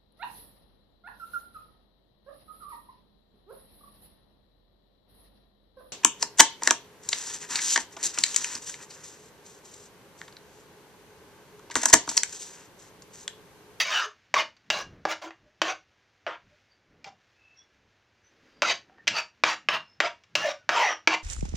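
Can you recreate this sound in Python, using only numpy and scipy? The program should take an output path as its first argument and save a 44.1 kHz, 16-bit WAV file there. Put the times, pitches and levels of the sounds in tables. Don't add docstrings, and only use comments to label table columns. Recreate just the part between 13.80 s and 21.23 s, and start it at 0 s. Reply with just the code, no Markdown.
import sys
import numpy as np
from scipy import signal
from scipy.fft import rfft, irfft
from scipy.io import wavfile
from scipy.ndimage import uniform_filter1d

SR = 44100
rng = np.random.default_rng(int(sys.argv[2]) if len(sys.argv) > 2 else 0)


def unload_audio(sound):
    columns = np.transpose(np.atleast_2d(sound))
    steps = np.round(np.clip(columns, -1, 1) * 32767)
    wavfile.write(sys.argv[1], SR, steps.astype(np.int16))


N = 327663
TIME = np.arange(N) / SR


def from_db(db):
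    return 10 ** (np.asarray(db) / 20)


def rms_one(x):
    return x / np.sqrt(np.mean(x ** 2) + 1e-20)


def evened(x, size=700):
    power = np.maximum(uniform_filter1d(x * x, size), 0)
    return x / np.sqrt(power + 1e-20)


def in_time(rows):
    s, *columns = np.transpose(rows)
    return [np.interp(TIME, s, c) for c in columns]


def gate(t, start, end, rise_s, fall_s):
    return np.exp(np.minimum(t - start, 0) / rise_s - np.maximum(t - end, 0) / fall_s)


def drift(rate, size=N):
    steps = np.arange(size) * rate / SR
    count = int(steps[-1]) + 2
    return 1.2 * np.interp(steps, np.arange(count), rng.standard_normal(count))


def coloured(x, colour):
    size = 2048
    hz, db = np.transpose(colour)
    log_grid = np.log(np.fft.rfftfreq(size, 1 / SR) + 1)
    log_gain = np.log(from_db(np.interp(log_grid, np.log(hz), db)))
    cepstrum = irfft(log_gain)[:size // 2]
    cepstrum[1:] *= 2
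    response = irfft(np.exp(rfft(cepstrum, size)))
    return signal.oaconvolve(x, response)[:len(x)]


def three_bands(x, low_hz=1100, high_hz=3400):
    splits = ((low_hz, "low"), ([low_hz, high_hz], "band"), (high_hz, "high"))
    return [signal.sosfilt(signal.butter(4, edge, kind, fs=SR, output="sos"), x)
            for edge, kind in splits]


def resonance(x, hz, width_hz):
    r = np.exp(-np.pi * width_hz / SR)
    feedback = [1, -2 * r * np.cos(2 * np.pi * hz / SR), r * r]
    return signal.lfilter(np.array([1, 0, -1]) * (1 - r * r) / 2, feedback, x + 1e-18)


# frequency in Hz, gain in dB.
STOVE_SPECTRUM = [(20, -16), (45, -6), (100, 7.5), (170, -6.5), (270, -4), (420, -4), (800, -5),
                  (1400, -7.5), (3000, -22.5), (8000, -47)]


def stove(level_db=-71.5):
    return from_db(level_db) * rms_one(coloured(rng.standard_normal(N), STOVE_SPECTRUM))


# time in seconds, level in dB before flicker.
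SIZZLE_LEVEL = [(0, -65), (.8, -69.5), (2.1, -71.5), (2.85, -69), (3.1, -74), (3.5, -69.5), (4.3, -72),
                (4.7, -66.5), (5.2, -71), (7.43, -69.5)]
# frequency in Hz, gain in dB.
SIZZLE_SPECTRUM = [(800, -18), (1600, 4.5), (2500, 1.5), (3500, -3), (6300, -8), (7300, -16), (8200, -28),
                   (16000, -32)]


def frying(pop_spread_db=3, flicker_db=0.65):
    sizzle_db, = in_time(SIZZLE_LEVEL)
    pop_db = pop_spread_db * np.minimum(rng.exponential(1, N), 5)
    pops = rng.standard_normal(N) * from_db(pop_db)
    return rms_one(coloured(pops, SIZZLE_SPECTRUM)) * from_db(sizzle_db + flicker_db * drift(25))


def shove(middle_s, length_s, edge_db=7):
    from_middle = 2 * (TIME - middle_s) / length_s
    return from_db(-edge_db * np.minimum(from_middle ** 2, 20))


# frequency in Hz, gain in dB.
RUSTLE_SPECTRUM = [(90, -12.5), (220, 0), (450, -0.5), (800, -13.5), (1500, -11), (3000, -22.5),
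                   (8000, -46)]


def rustle(rest_db=-83, lumpy_db=1.0):
    moved = from_db(rest_db) + sum(from_db(db) * shove(s, length_s) for s, length_s, _, db in PASTE_SHOVES)
    noise = rms_one(coloured(rng.standard_normal(N), RUSTLE_SPECTRUM))
    return noise * moved * from_db(lumpy_db * drift(35))


def lumps(band_hz):
    band = signal.butter(2, band_hz, "band", fs=SR, output="sos")
    return rms_one(signal.sosfilt(band, rng.standard_normal(N)))


# middle in seconds, length in seconds, thud level in dB, rustle level in dB before unevenness.
PASTE_SHOVES = [(1.128, 0.2, -53, -58.5), (1.641, 0.085, -64, -84), (2.682, 0.12, -66.5, -89),
                (3.152, 0.15, -68, -68), (4.045, 0.16, -73, -79.5), (4.72, 0.35, -78, -66),
                (5.15, 0.36, -82, -68.5)]


def paste(thud_trim_db=-1, thud_delay_s=0.028):
    thuds = sum(from_db(db + thud_trim_db) * gate(TIME - s, thud_delay_s, thud_delay_s, 0.032, 0.055)
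                for s, *_, db in SPOON_DRAGS)
    flops = sum(from_db(db) * shove(s, length_s) for s, length_s, db, _ in PASTE_SHOVES)
    return thuds * lumps((115, 240)) + flops * lumps((33, 200))


def kitchen(x, wet_db=-10.0, t60_s=0.18, wall_cut_hz=9000):
    first_wall_s, build_s = 0.007, 0.014
    t = np.arange(SR // 2) / SR
    build_up = 1 - np.exp(-np.maximum(t - first_wall_s, 0) / build_s)
    tail = rng.standard_normal(len(t)) * from_db(-60 * t / t60_s) * build_up
    tail = tail / np.linalg.norm(tail)
    tail = signal.sosfilt(signal.butter(2, wall_cut_hz, fs=SR, output="sos"), tail)
    return x + from_db(wet_db) * signal.oaconvolve(x, tail)[:N]


# pitch in Hz, relative strength in dB, time to fade by 60 dB in seconds.
PAN_MODES = [(318, 12, 0.33), (600.7, -4, 0.069), (948, -12, 0.3), (1180, -8.5, 0.1), (1384, -7, 0.14),
             (1490, -0.5, 0.22), (1675, -3, 0.2), (2066, -6, 0.05), (2314, -4, 0.018), (2840, -10.5, 0.6),
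             (2560, -10.5, 0.28), (2800, -6, 0.31), (3760, -1, 0.057), (4670, -1.5, 0.02),
             (5360, -5.5, 0.08), (5350, -5.5, .18), (5830, -0.5, .1), (6120, 1, 0.17), (5860, -11.5, 0.36),
             (7300, -2.5, 0.035)]


def pan(force, ring_db, place_spread_db=-0.9):
    place_db = place_spread_db * rng.standard_normal(len(PAN_MODES))
    ringing = sum(from_db(db + ring_db + extra) * resonance(force, hz, np.log(1000) / (np.pi * t60))
                  for (hz, db, t60), extra in zip(PAN_MODES, place_db))
    return force + ringing


# time in seconds, then the strength of the low, middle and high bands
# in dB (rms over the first 10 ms), then the resonance of the contact in Hz.
SPOON_KNOCKS = [(0.541, -23, -21, -28.5, 2170), (0.767, -79, -66, -63, 4483),
                (0.902, -31, -23, -24.5, 2750), (1.2524, -22, -33, -39.5, 584),
                (1.423, -54, -49, -50.5, 1200), (1.507, -49, -47, -65, 2000),
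                (1.817, -23, -24, -27.5, 3110), (2.4654, -30, -34, -56.5, 599),
                (3.2436, -65, -45.5, -47.5, 2380), (4.8204, -24.5, -22.5, -27.5, 2320),
                (4.8302, -30, -29.5, -37.5, 1340), (5.097, -60.5, -68, -92, 1500),
                (5.183, -59.5, -63.5, -88, 1790), (5.2715, -39.5, -29.5, -38.5, 2960),
                (5.278, -43, -20, -23, 3000), (5.6372, -20.5, -17, -27, 2380),
                (5.8868, -29.5, -19, -32, 2630), (6.2027, -25, -19, -30, 1956),
                (6.4368, -82, -61, -62.5, 5500), (6.5532, -29.5, -22.5, -24, 2770),
                (6.8912, -23, -22, -31.5, 1770), (7.2741, -22.5, -14.5, -24, 2220)]
# frequency in Hz, gain in dB.
CLACK_SPECTRUM = [(59, -66.5), (100, -32.5), (389, -14), (595, -3.5), (1150, -5.5), (1280, -7), (1650, 0.5),
                  (2080, -2.5), (2320, -2.5), (3050, -2.5), (3400, -7), (5770, -6), (7450, -16.5),
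                  (8280, -28.5), (13000, -37), (16000, -34)]


def clacks(chatter_db=-17, chatter_t60_s=0.044, contact_db=5, contact_width_hz=260):
    out = np.zeros(N + SR)
    t = np.arange(SR // 5) / SR
    attack = SR // 100
    for s, *band_db, hz in SPOON_KNOCKS:
        force = from_db(chatter_db - 60 * t / chatter_t60_s) * rng.standard_normal(len(t))
        force[0] += 1
        force = force + from_db(contact_db) * resonance(force, hz, contact_width_hz)
        bands = three_bands(coloured(pan(force, ring_db=3.5), CLACK_SPECTRUM))
        at = round(s * SR)
        out[at:at + len(t)] += sum(from_db(db) * band / np.std(band[:attack])
                                   for db, band in zip(band_db, bands))
    return out[:N]


# start in seconds, length in seconds, first pitch in Hz, last pitch in Hz,
# level in dB before trim, roughness in random changes per second.
SQUEAKS_AND_WHISTLES = [(0, 0.019, 1855, 1895, -20, 170), (.1, 0.13, 3280, 2586, -29, 338),
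                        (.08, 0.22, 1950, 1067, -28, 401.5), (.09, .16, 5850, 5740, -42, 390),
                        (.24, 0.068, 474, 403, -47, 90), (.545, 0.052, 1143, 1100, -21.5, 131),
                        (.585, 0.032, 2900, 2910, -29.5, 253), (1.422, 0.092, 328, 328, -44.5, 39.7),
                        (1.617, 0.11, 606, 602, -63.5, 50.5), (2.46, 0.047, 568, 528, -38.5, 112),
                        (2.681, 0.093, 591, 590, -65, 60), (2.889, 0.068, 4650, 4650, -67, 150),
                        (3.233, 0.097, 782, 766, -48.5, 70), (3.52, .33, 2590, 2665, -62, 130),
                        (3.755, .11, 3330, 3450, -62.5, 120), (3.754, 0.078, 5600, 5670, -56, 460),
                        (4.42, 0.095, 5900, 6210, -66, 179), (4.585, 0.47, 4770, 4800, -70.5, 157),
                        (4.825, 0.044, 1382, 1410, -26, 150), (4.86, 0.083, 2050, 2007, -33.5, 198),
                        (5.09, 0.055, 732, 770, -58.5, 70), (5.17, .06, 1820, 1840, -55, 110),
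                        (5.333, 0.09, 4520, 4700, -32.5, 329), (5.345, 0.082, 2560, 2548, -29.5, 300),
                        (6.02, 0.18, 5230, 5300, -64.5, 111), (6.216, 0.076, 682, 706, -31.5, 121.5),
                        (6.6, 0.082, 1740, 1797, -31.5, 226), (6.62, 0.097, 672, 565, -24.5, 101.4),
                        (6.743, 0.13, 1527, 1450, -61, 70), (6.931, 0.17, 930, 944, -24.5, 204.6),
                        (6.95, 0.21, 2183, 1830, -25.5, 385.6), (6.96, 0.23, 5940, 5610, -36.5, 600)]


def squeaks_and_whistles(trim_db=-1):
    out = np.zeros(N + SR)
    for s, length_s, hz, end_hz, db, roughness in SQUEAKS_AND_WHISTLES:
        at, size = round(s * SR), round(length_s * SR)
        phase = 2 * np.pi * np.cumsum(np.linspace(hz, end_hz, size)) / SR
        tone = drift(roughness, size) * np.cos(phase) + drift(roughness, size) * np.sin(phase)
        out[at:at + size] += from_db(db + trim_db) * evened(tone, size=1300) * np.hanning(size)
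    return out[:N]


def sliding_contact(force, count=22, ring_db=5):
    centres = np.geomspace(600, 7200, count) * np.exp(rng.normal(0, 0.04, count))
    rings = sum(drift(28, len(force)) * resonance(force, hz, 40 + hz / 60) for hz in centres)
    return force + from_db(ring_db) * rings


def push_db(t, peak_s, length_s, swell_db, ease_db=7):
    lean = np.clip(t / peak_s, 0, 1)
    slacken = np.clip((t - peak_s) / max(length_s - peak_s, 1e-3), 0, 1)
    return -swell_db * np.cos(np.pi / 2 * lean) ** 2 - ease_db * slacken


# start in seconds, time to the peak of the push in seconds, length in seconds, swell up to the
# peak in dB (negative sinks), middle band in dB before pan and trim, low and high bands in dB relative to
# the middle, top treble level change in dB before unevenness, paste thud in dB before its trim.
SPOON_DRAGS = [(0.0, 0.016, 0.035, -0.5, -24, -17, 1, 12.5, -63.5),
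               (0.049, 0.11, .21, 5, -29, -10.5, -1.5, 5.5, -66),
               (0.551, 0.047, 0.073, 5.5, -24, -6.5, -5.5, 5, -52.5),
               (0.907, 0.04, 0.12, 7, -34.5, -0.5, 1, 6.5, -50),
               (1.264, 0.058, 0.075, 15, -29, -5.5, -4, 9, -59.5),
               (1.416, 0.025, 0.072, 4.5, -44, 4, -4, 8, -75.5),
               (1.827, 0.078, 0.099, 6.5, -29.5, -3.5, -5.5, 2, -57.5),
               (2.474, .03, 0.085, -5.5, -38.5, -4.5, -20, -8, -65),
               (3.246, .025, 0.048, 8, -52.5, 6, 1, -4, -59.5),
               (4.831, 0.084, 0.097, 8, -25, -7.5, 0, -4.5, -50.5),
               (5.286, .1, 0.12, 20.5, -28.5, -6, -2.5, 3, -49),
               (5.648, 0.048, 0.096, 2.5, -26, -9, -5, 0, -51.5),
               (5.896, 0.056, 0.079, 6, -25, -10.5, -12.5, 10, -49),
               (6.213, 0.048, 0.069, 7.5, -27.5, -3.5, -8, -2, -56),
               (6.563, 0.15, .16, 2, -34.5, -3, -2.5, 5, -47.5),
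               (6.901, 0.076, 0.23, 6, -24.5, -3, -8.5, 3.5, -57),
               (7.285, 0.062, .069, 11, -23.5, -5, -6.5, -4, -55)]
# frequency in Hz, gain in dB.
DRAG_SPECTRUM = [(100, -37), (250, -13), (420, 1.5), (600, 6), (1200, 1.5), (2700, -2), (3600, -10),
                 (6300, -10.5), (7300, -19), (8000, -30.5), (10000, -36.5), (13500, -46.5), (15300, -36),
                 (16500, -43)]


def drags(grains_per_s=6000, grain_spread_db=2.5, judder_db=0.5, judder_rate=260, uneven_db=3, trim_db=-3.0):
    out, size = np.zeros(N + SR), SR // 2
    t = np.arange(size) / SR
    push_shares = (1, 1.0, 1.2)
    top_treble = signal.butter(6, 9000, "high", fs=SR, output="sos")
    for s, peak_s, length_s, swell_db, middle_db, low_db, high_db, treble_db, _ in SPOON_DRAGS:
        slips = (rng.random(size) < grains_per_s / SR) * rng.choice([-1, 1], size)
        grain_db = grain_spread_db * np.minimum(rng.exponential(1, size), 4)
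        force = slips * from_db(grain_db + judder_db * drift(judder_rate, size))
        bands = three_bands(coloured(sliding_contact(force), DRAG_SPECTRUM))
        push = push_db(t, peak_s, length_s, swell_db)
        scrape = sum(evened(band) * from_db(middle_db + db + share * push)
                     for band, db, share in zip(bands, (low_db, 0, high_db), push_shares))
        touching = gate(t, 0.001, length_s, rise_s=0.0028, fall_s=0.005)
        sound = pan(scrape * touching, ring_db=-3.0)
        treble_gain = from_db(treble_db + uneven_db * drift(130, size))
        treble_change = (treble_gain - 1) * signal.sosfiltfilt(top_treble, sound)
        at = round(s * SR)
        out[at:at + size] += sound + treble_change
    return from_db(trim_db) * out[:N]


def scene():
    in_kitchen = kitchen(clacks() + drags() + squeaks_and_whistles())
    food = paste() + rustle() + frying()
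    return np.tile(in_kitchen + food + stove(), (2, 1))


def record(dry, cutoff_hz=16100):
    return signal.sosfilt(signal.ellip(10, 0.1, 80, cutoff_hz, fs=SR, output="sos"), dry)


dry = scene()
out = record(dry)
unload_audio(out)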